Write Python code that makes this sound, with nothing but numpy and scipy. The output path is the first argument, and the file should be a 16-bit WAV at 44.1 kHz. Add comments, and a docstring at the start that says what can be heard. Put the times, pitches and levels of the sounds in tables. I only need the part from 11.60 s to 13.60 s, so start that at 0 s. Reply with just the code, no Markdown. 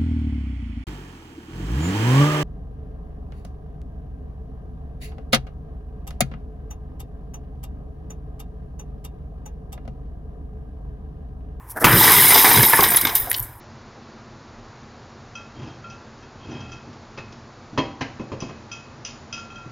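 """A car window shattering outdoors

A sleeve swishes and something hard goes through the tempered window of a loose car door leaning on a wall.
The pane cracks and booms, then crumbles: granules sizzle against each other and patter down the door,
larger clumps knock on the panel, and the last pieces clink and tick as they settle.
Shoes scuff and step on turf over a distant hum; wall and ground give the glass a short, faint tail."""
import sys
import numpy as np
from scipy import signal
from scipy.fft import rfft, irfft
from scipy.io import wavfile
from scipy.ndimage import uniform_filter1d

SR = 44100
rng = np.random.default_rng(int(sys.argv[2]) if len(sys.argv) > 2 else 0)


def store_wav(level_fs):
    """Save 16-bit WAV to argv[1]."""
    pcm = np.round(np.clip(np.atleast_2d(level_fs), -1, 1) * 32767)
    wavfile.write(sys.argv[1], SR, pcm.T.astype(np.int16))


N = 88200
T = np.arange(N) / SR
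BREAK_S = 0.2428

# resonances of the door panel: frequency_hz, level_db
PANEL_SPECTRUM = [(110, -47), (180, -7.5), (216, -12.5), (257, -8), (292, -5), (441, -1.5), (561, -16),
                  (651, -9.5), (868, 0.5), (1070, -1.5), (1310, -9.5), (1630, -4), (2150, -1.5),
                  (2360, -4.5), (2800, -30), (3640, -29.5), (6160, -120)]
# sharp, hard contact: frequency_hz, level_db
CONTACT_SPECTRUM = [(2000, -38), (2700, -5), (3300, 2), (3900, 3), (4400, -8), (5150, 4.5), (5650, -6.5),
                    (6150, -1), (7000, -12.5), (9000, -8)]


def crack():
    """Brittle fracture: racing cracks release the pane's stress as a bang and a bright splitting."""
    # spectrum of the bang: frequency_hz, level_db
    bang_spectrum = [(60, -11), (300, 4), (700, -8), (1100, 5.5), (2000, -3), (3000, -8), (6000, -37),
                     (16000, -51)]
    # spectrum of the splitting: frequency_hz, level_db
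    split_spectrum = [(500, -11), (2500, 7.5), (5500, -0.5), (8000, -8), (12000, 7.5), (16000, 3)]
    bang = burst(amp(6.5) * decay(BREAK_S, t60_s=0.037), bang_spectrum)
    split = burst(amp(-3) * decay(BREAK_S, t60_s=0.078), split_spectrum)
    return bang + split


def crunch():
    """Buckling: the crazed sheet folds inward just after the blow, in a fading run of tiny impulses."""
    # buckling sheet: frequency_hz, level_db
    spectrum = [(150, -12), (400, -0.5), (600, -8), (950, -0.5), (1700, 4.5), (2400, -8), (3200, -9),
                (4500, -37)]
    texture = even(colour(grains(per_s=1600, spread_db=1), spectrum), span_s=0.015)
    return amp(-14) * decay(0.272, t60_s=0.78) * texture


def granules():
    """Superposition: dense clicks of crumbling glass merge into a sizzle, and some granules ring."""
    # strength of the grinding: time_s, level_db
    level_curve = [(0.265, -21.5), (0.389, -12.5), (0.423, -11.5), (0.501, -13), (0.635, -10.5),
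                   (0.949, -13.5), (1.245, -19.5), (1.511, -31), (1.645, -31.5), (1.693, -40),
                   (1.839, -45.5), (2.0, -55)]
    # granule against granule: frequency_hz, level_db
    spectrum = [(3820, -97), (6500, -12.5), (7390, -10.5), (8820, -3.5), (10100, -3), (11800, 2.5),
                (14100, 0), (15200, 0), (16000, -13)]
    level, = after_break(level_curve)
    sizzle = even(colour(grains(per_s=5000, spread_db=2.5), spectrum), span_s=0.023)
    rings = ringing(per_s=800, low_hz=8680, high_hz=15800, t60_s=0.045)
    tinkle = even(colour(rings, spectrum), span_s=0.034)
    return level * (amp(-3) * sizzle + amp(-3.5) * tinkle)


def patter():
    """Impact excitation: falling granules click on the door and drive its panel; larger pieces chink."""
    # strength of the shower: time_s, panel_db, contact_db
    level_curves = [(0.265, -28, -33), (0.343, -19, -27), (0.383, -25, -20.5), (0.419, -15.5, -20),
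                    (0.587, -18, -20), (0.869, -21.5, -24.5), (0.975, -16, -21), (1.031, -21.5, -26.5),
                    (1.309, -25.5, -32.5), (1.375, -29.5, -34.5), (1.499, -28.5, -42.5),
                    (1.597, -37, -41.5), (1.693, -47, -47.5), (1.787, -41.5, -70), (1.85, -51, -55.5)]
    panel_level, contact_level = after_break(level_curves)
    hits = grains(per_s=1100, spread_db=-1.5)
    chinks = ringing(per_s=520, low_hz=896.5, high_hz=5590, t60_s=0.031)
    strikes = rms_one(hits) + amp(-6) * rms_one(chinks)
    panel = even(colour(strikes, PANEL_SPECTRUM), span_s=0.024)
    contact = even(colour(strikes, CONTACT_SPECTRUM), span_s=0.013)
    return amp(-0.5) * panel_level * panel + contact_level * contact


def knocks():
    """Resonance: faint knocks sound during the swing, then glass clumps strike the door's panel."""
    # knocks before and after the break: start_s, panel_db, contact_db, t60_s
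    events = [(0.1688, -29.5, -56, .05), (0.217, -33, -45, 0.13), (0.236, -17, -54, 0.023),
              (0.255, -15, -16, 0.035), (0.2681, -4, -30, 0.019), (0.327, -13, -18, 0.048),
              (0.439, -19, -13, 0.049), (0.476, -13.5, -20, 0.17), (0.52, -14.5, -17, 0.062),
              (0.585, -19, -17, 0.029), (0.646, -18.5, -24, 0.058), (0.706, -10, -13.5, 0.035),
              (0.719, -8.5, -17, 0.061), (0.743, -17.5, -10.5, 0.082), (0.758, -11.5, -19, 0.045),
              (0.776, -16, -14.5, 0.22), (0.844, -8.5, -18, 0.22), (0.879, -27, -21, 0.044),
              (0.915, -9, -17, 0.027), (0.957, -26, -18.5, 0.13), (1.032, -9.5, -13.5, 0.045),
              (1.051, -39, -16, .02), (1.103, -21, -30, 0.035), (1.1333, -7, -33, 0.045),
              (1.173, -15.5, -24, 0.056), (1.193, -12.5, -34, 0.051), (1.208, -24, -13, 0.025),
              (1.225, -14.5, -44, 0.12), (1.238, -16.5, -13, 0.06), (1.264, -17, -23, 0.027),
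              (1.32, -19, -23, 0.033), (1.346, -17, -22.5, .06), (1.413, -29, -21.5, 0.044),
              (1.371, -20.5, -18, 0.051), (1.4516, -12.5, -18, 0.035), (1.47, -20, -17.5, 0.058),
              (1.4938, -25, -24, 0.04), (1.555, -28.5, -24, 0.11), (1.622, -38, -37, 0.047)]
    panel_level = sum(amp(db) * decay(start, t60) for start, db, _, t60 in events)
    contact_level = sum(amp(db) * decay(start, t60) for start, _, db, t60 in events)
    panel = even(colour(rng.standard_normal(N), PANEL_SPECTRUM), span_s=0.0062)
    return panel_level * panel + burst(contact_level, CONTACT_SPECTRUM)


def clacks():
    """Damped vibration: one faint clack in the swing, then pieces strike the door with hollow notes."""
    # hollow notes: start_s, level_db, pitch_hz, t60_s
    notes = [(0.166, -40, 690, 0.045), (0.2683, -6, 977, 0.053), (0.476, -9.5, 1890, 0.09),
             (0.496, -16, 1116, 0.2), (0.53, -15, 2210, 0.11), (0.584, -10, 2110, .1),
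             (0.72, -6.5, 993, 0.033), (0.755, -9, 882, 0.095), (0.773, -10.5, 853, 0.07),
             (0.765, -20, 407, 0.15), (0.847, -27, 298, 0.12), (0.91, -18.5, 362, 0.083),
             (1.135, -19, 333, 0.13), (0.844, -36, 950, 0.068), (1.03, -24, 443, 0.12),
             (1.038, -10, 3900, 0.028), (1.134, -8.5, 910, 0.072), (1.135, -3.5, 1718, 0.053),
             (1.19, -4, 1070, 0.039), (1.191, -6.5, 420, 0.043), (1.193, -13.5, 228, 0.056),
             (1.224, -11, 786, 0.053), (1.31, -24, 725, 0.23), (1.386, -17, 3940, 0.031),
             (1.452, -12.5, 3510, 0.03), (1.53, -26.5, 722, 0.087), (1.672, -26, 740, 0.1),
             (1.7145, -13, 1970, 0.022), (1.748, -19, 2980, 0.021)]
    return sum(amp(db) * decay(start, t60) * unsteady_tone(start, hz, width_hz=45.4)
               for start, db, hz, t60 in notes)


def thuds():
    """Slow forces excite low frequencies: the pane booms as it sags and glass reaches the ground."""
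    # dull booms: start_s, level_db, rise_s, t60_s
    booms = [(0.245, -17.5, 0.0066, 0.85), (0.325, -15, 0.012, 0.29), (0.43, -31, 0.034, 0.91),
             (0.565, -29, 0.012, 1), (0.7, -42, 0.0088, 0.73), (0.87, -30, 0.022, .2),
             (0.94, -14, 0.054, 0.25), (1.13, -27, 0.0045, 0.12), (1.191, -29, 0.027, 0.79),
             (1.424, -30, 0.005, .2)]
    # their spectrum: frequency_hz, level_db
    spectrum = [(25, -22), (45, -12.5), (85, -10), (117, 4.5), (150, -2.5), (190, -6.5), (240, -7),
                (370, -10), (550, -18), (1200, -34.5)]
    return soft_impacts(booms, spectrum)


def clinks():
    """Free vibration: lone shards ring, each on one high mode."""
    # ringing shards: start_s, level_db, pitch_hz, t60_s
    shards = [(0.697, -7, 9550, 0.056), (0.79, -8, 12700, 0.058), (1.0485, -10, 12300, .09),
              (1.062, -6, 11880, 0.063), (1.156, -9, 10850, 0.041), (1.233, -6, 14150, 0.075),
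              (1.284, -12, 8870, 0.066), (1.336, -9, 14480, 0.065), (1.3595, -4, 10660, 0.074),
              (1.449, -8, 12040, 0.033), (1.485, -27, 14900, .15), (1.5505, -12, 13500, 0.15),
              (1.55, -29, 14700, .08), (1.598, -14, 14880, 0.075), (1.704, -15, 10800, .04),
              (1.739, -23, 15600, .06), (1.775, -19, 13900, .04), (1.795, -13, 12300, .02)]
    return sum(amp(db) * decay(start, t60, rise_s=0.0016) * unsteady_tone(start, hz, width_hz=52)
               for start, db, hz, t60 in shards)


def ticks():
    """Brief contacts have broad spectra: glass snaps on glass, bright and without pitch."""
    # snaps: start_s, level_db, t60_s
    snaps = [(0.333, -22, .1), (0.518, -3, 0.026), (0.549, -13, 0.016), (0.743, -5, .015),
             (0.915, -15, .02), (1.027, -6.5, 0.031), (1.096, -9.5, .04), (1.205, -14, .02),
             (1.231, -7.5, 0.022), (1.303, -15.5, 0.18), (1.367, -4, 0.033), (1.385, -27, .03),
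             (1.411, -11.5, 0.035), (1.469, -25, 0.02), (1.5519, -4.5, 0.015), (1.557, -18.5, 0.2),
             (1.698, -22, .04), (1.7146, -10, 0.0065), (1.728, -21, 0.015), (1.763, -23.5, 0.043),
             (1.783, -25, 0.022), (1.7996, -18, 0.0074), (1.825, -27, 0.11)]
    # glass on glass: frequency_hz, level_db
    spectrum = [(2500, -37), (6500, -10.5), (9000, 1), (12000, 9), (13500, 8), (16000, -1)]
    envelope = sum(amp(db) * decay(start, t60, rise_s=0.0012, hold_s=0.00052) for start, db, t60 in snaps)
    return burst(envelope, spectrum)


def chips():
    """Heavily damped impacts: the last chips click as they land."""
    # landings: start_s, level_db
    landings = [(1.7139, -21), (1.73, -29), (1.739, -35), (1.7435, -19.5), (1.7482, -25), (1.7816, -34)]
    # a landing chip: frequency_hz, level_db
    spectrum = [(700, -12), (1500, -6), (2000, -1), (2500, -1), (3000, 6), (4000, 5), (6500, -4),
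                (9000, -17), (14000, -20)]
    envelope = sum(amp(db) * decay(start, t60_s=0.013, hold_s=0.001) for start, db in landings)
    return burst(envelope, spectrum)


def steps():
    """Cushioned impact: turf softens the thrower's departing steps to low thumps."""
    # footfalls: start_s, level_db, rise_s, t60_s
    footfalls = [(1.34, -42, 0.022, 0.41), (1.59, -34, 0.026, 0.24), (1.785, -30, .025, 0.16)]
    # a foot on grass: frequency_hz, level_db
    spectrum = [(22, -1), (55, 1), (80, -6), (120, 0), (170, -25), (300, -18)]
    return soft_impacts(footfalls, spectrum)


def sleeve():
    """Sliding friction: cloth swishes as the arm swings."""
    # swishes: centre_s, level_db, width_s
    swishes = [(0.104, -37.5, .004), (0.116, -37, 0.0041), (0.11, -43.5, 0.021), (0.175, -36, .009),
               (0.212, -29, 0.0084), (0.227, -31, 0.0085)]
    # rubbing cloth: frequency_hz, level_db
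    spectrum = [(1500, -17), (4000, -22), (5600, -8), (7000, -15), (9000, -3), (12000, 4.5), (16000, -9)]
    return rub(swishes, spectrum)


def shoes():
    """Sliding friction: soles scuff the turf with a dull rasp."""
    # scuffs: centre_s, level_db, width_s
    scuffs = [(0.177, -25.5, 0.011), (0.226, -20.5, 0.01), (1.67, -38.5, 0.055), (1.84, -48, 0.091)]
    # sole on turf: frequency_hz, level_db
    spectrum = [(80, -13), (250, 6), (750, 6.5), (1100, 0), (1700, 7.5), (2600, -34), (6000, -28)]
    return rub(scuffs, spectrum)


def yard(direct):
    """Scattering: the wall and the ground add a short, faint tail to the direct sound."""
    tail = rng.standard_normal(N) * decay(0.0055, t60_s=0.25)
    return direct + amp(-13) * signal.fftconvolve(direct, tail / np.linalg.norm(tail))[:N]


def outdoor_air():
    """Stationary noise: a distant outdoor hum, strongest in the bass."""
    # distant hum: frequency_hz, level_db
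    spectrum = [(25, -13), (45, 8.5), (70, -1), (120, 5.5), (165, -17.5), (350, -13.5), (650, -20),
                (1000, -5.5), (1300, -21), (1750, -19.5), (2300, -29.5), (4400, -45), (8000, -38),
                (12500, -29), (16000, -35)]
    return amp(-42.5) * rms_one(colour(rng.standard_normal(N), spectrum))


def amp(db):
    """Decibels to amplitude gain."""
    return 10 ** (np.asarray(db) / 20)


def rms_one(x):
    """Normalisation to unit power."""
    return x / np.sqrt(np.mean(x ** 2) + 1e-20)


def colour(x, spectrum):
    """Minimum-phase filter of unit energy through (Hz, dB) points, falling 36 dB an octave outside."""
    size = 8192
    hz, db = np.transpose(spectrum)
    octave = np.log2(np.maximum(np.fft.rfftfreq(size, 1 / SR), 1))
    point_octaves = np.log2(hz)
    octaves_outside = np.abs(octave - np.clip(octave, point_octaves[0], point_octaves[-1]))
    shape_db = np.interp(octave, point_octaves, db) - 36 * octaves_outside
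    cepstrum = irfft(np.log(amp(np.maximum(shape_db, -90))))
    cepstrum[1:size // 2] *= 2  # folding onto positive time makes the filter causal
    cepstrum[size // 2 + 1:] = 0
    response = irfft(np.exp(rfft(cepstrum)))
    return signal.fftconvolve(x, response / np.linalg.norm(response))[:N]


def even(x, span_s):
    """Division by the running RMS steadies the power and keeps the finer grain."""
    power = uniform_filter1d(x ** 2, max(int(span_s * SR), 2))
    return x / np.sqrt(np.maximum(power, 0) + np.mean(x ** 2) / 100)


def grains(per_s, spread_db):
    """Poisson impulses: a few contacts are much stronger than the rest (weaker if spread_db < 0)."""
    sizes = amp(spread_db * np.minimum(rng.exponential(1, N), 5)) * rng.choice([-1, 1], N)
    return sizes * (rng.random(N) < per_s / SR)


def ringing(per_s, low_hz, high_hz, t60_s, count=64):
    """Damped resonators: random contacts fall on pieces of many sizes, each with one short-lived mode."""
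    hits = grains(per_s, spread_db=3.0)
    struck_piece = rng.integers(0, count, N)
    rings = 0
    for piece, (place, life) in enumerate(rng.random((count, 2))):
        hz = low_hz * (high_hz / low_hz) ** ((piece + place) / count)
        angle = 2 * np.pi * hz / SR
        radius = np.exp(-np.log(1000) / (t60_s * (0.5 + life) * SR))
        feedback = [1, -2 * radius * np.cos(angle), radius * radius]
        rings = rings + signal.lfilter([0, np.sin(angle)], feedback, hits * (struck_piece == piece) + 1e-18)
    return rings


def decay(start_s, t60_s, rise_s=1e-4, hold_s=0):
    """Exponential damping after a linear rise and a hold: 60 dB down in t60_s."""
    age = T - start_s
    return np.clip(age / rise_s, 0, 1) * amp(-60 * np.maximum(age - rise_s - hold_s, 0) / t60_s)


def after_break(curves, settle_db_per_s=84):
    """Level curves as gains: silent until the pane breaks, decaying exponentially past the last point."""
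    times, *columns = np.transpose(curves)
    settling = amp(-settle_db_per_s * np.maximum(T - times[-1], 0))
    return [amp(np.interp(T, times, db)) * (T > BREAK_S) * settling for db in columns]


def burst(envelope, spectrum):
    """Source and filter: a rush of tiny impulses under an envelope sounds through a body."""
    return colour(envelope * rng.choice([-1., 1.], N), spectrum)


def unsteady_tone(start_s, hz, width_hz):
    """Line broadening: a mode's phase wanders, as when a piece rubs against others."""
    wander = np.cumsum(rng.standard_normal(N)) * np.sqrt(2 * np.pi * width_hz / SR)
    return np.sin(2 * np.pi * hz * (T - start_s) + uniform_filter1d(wander, size=40))


def soft_impacts(events, spectrum):
    """Gradual onsets soften a blow: coloured noise rises and decays with each event."""
    envelope = sum(amp(db) * decay(start, t60, rise) for start, db, rise, t60 in events)
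    return envelope * even(colour(rng.standard_normal(N), spectrum), span_s=0.026)


def rub(strokes, spectrum):
    """Friction noise: dense tiny contacts swell and fade in a bell curve for each stroke."""
    envelope = sum(amp(db) * np.exp(-0.5 * ((T - centre) / width) ** 2) for centre, db, width in strokes)
    return envelope * even(colour(grains(per_s=4600, spread_db=3.5), spectrum), span_s=0.014)


def scene():
    """Pressures add: the window, the thrower and the air are heard at one point, alike in both channels."""
    impacts = crack() + crunch() + granules() + patter() + knocks() + clacks()
    impacts += thuds() + steps() + clinks() + ticks() + chips()
    air = outdoor_air()
    return np.tile(yard(impacts) + sleeve() + shoes() + air, (2, 1))


def record(dry):
    """Soft saturation rounds the loudest peaks, and a steep low-pass cuts the highest treble."""
    ceiling, cutoff_hz = 0.65, 15900
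    rounded = dry / (1 + (dry / ceiling) ** 4) ** (1 / 4)
    return signal.sosfilt(signal.ellip(10, 0.2, 70, cutoff_hz, fs=SR, output="sos"), rounded)


dry = scene()
out = record(dry)
store_wav(out)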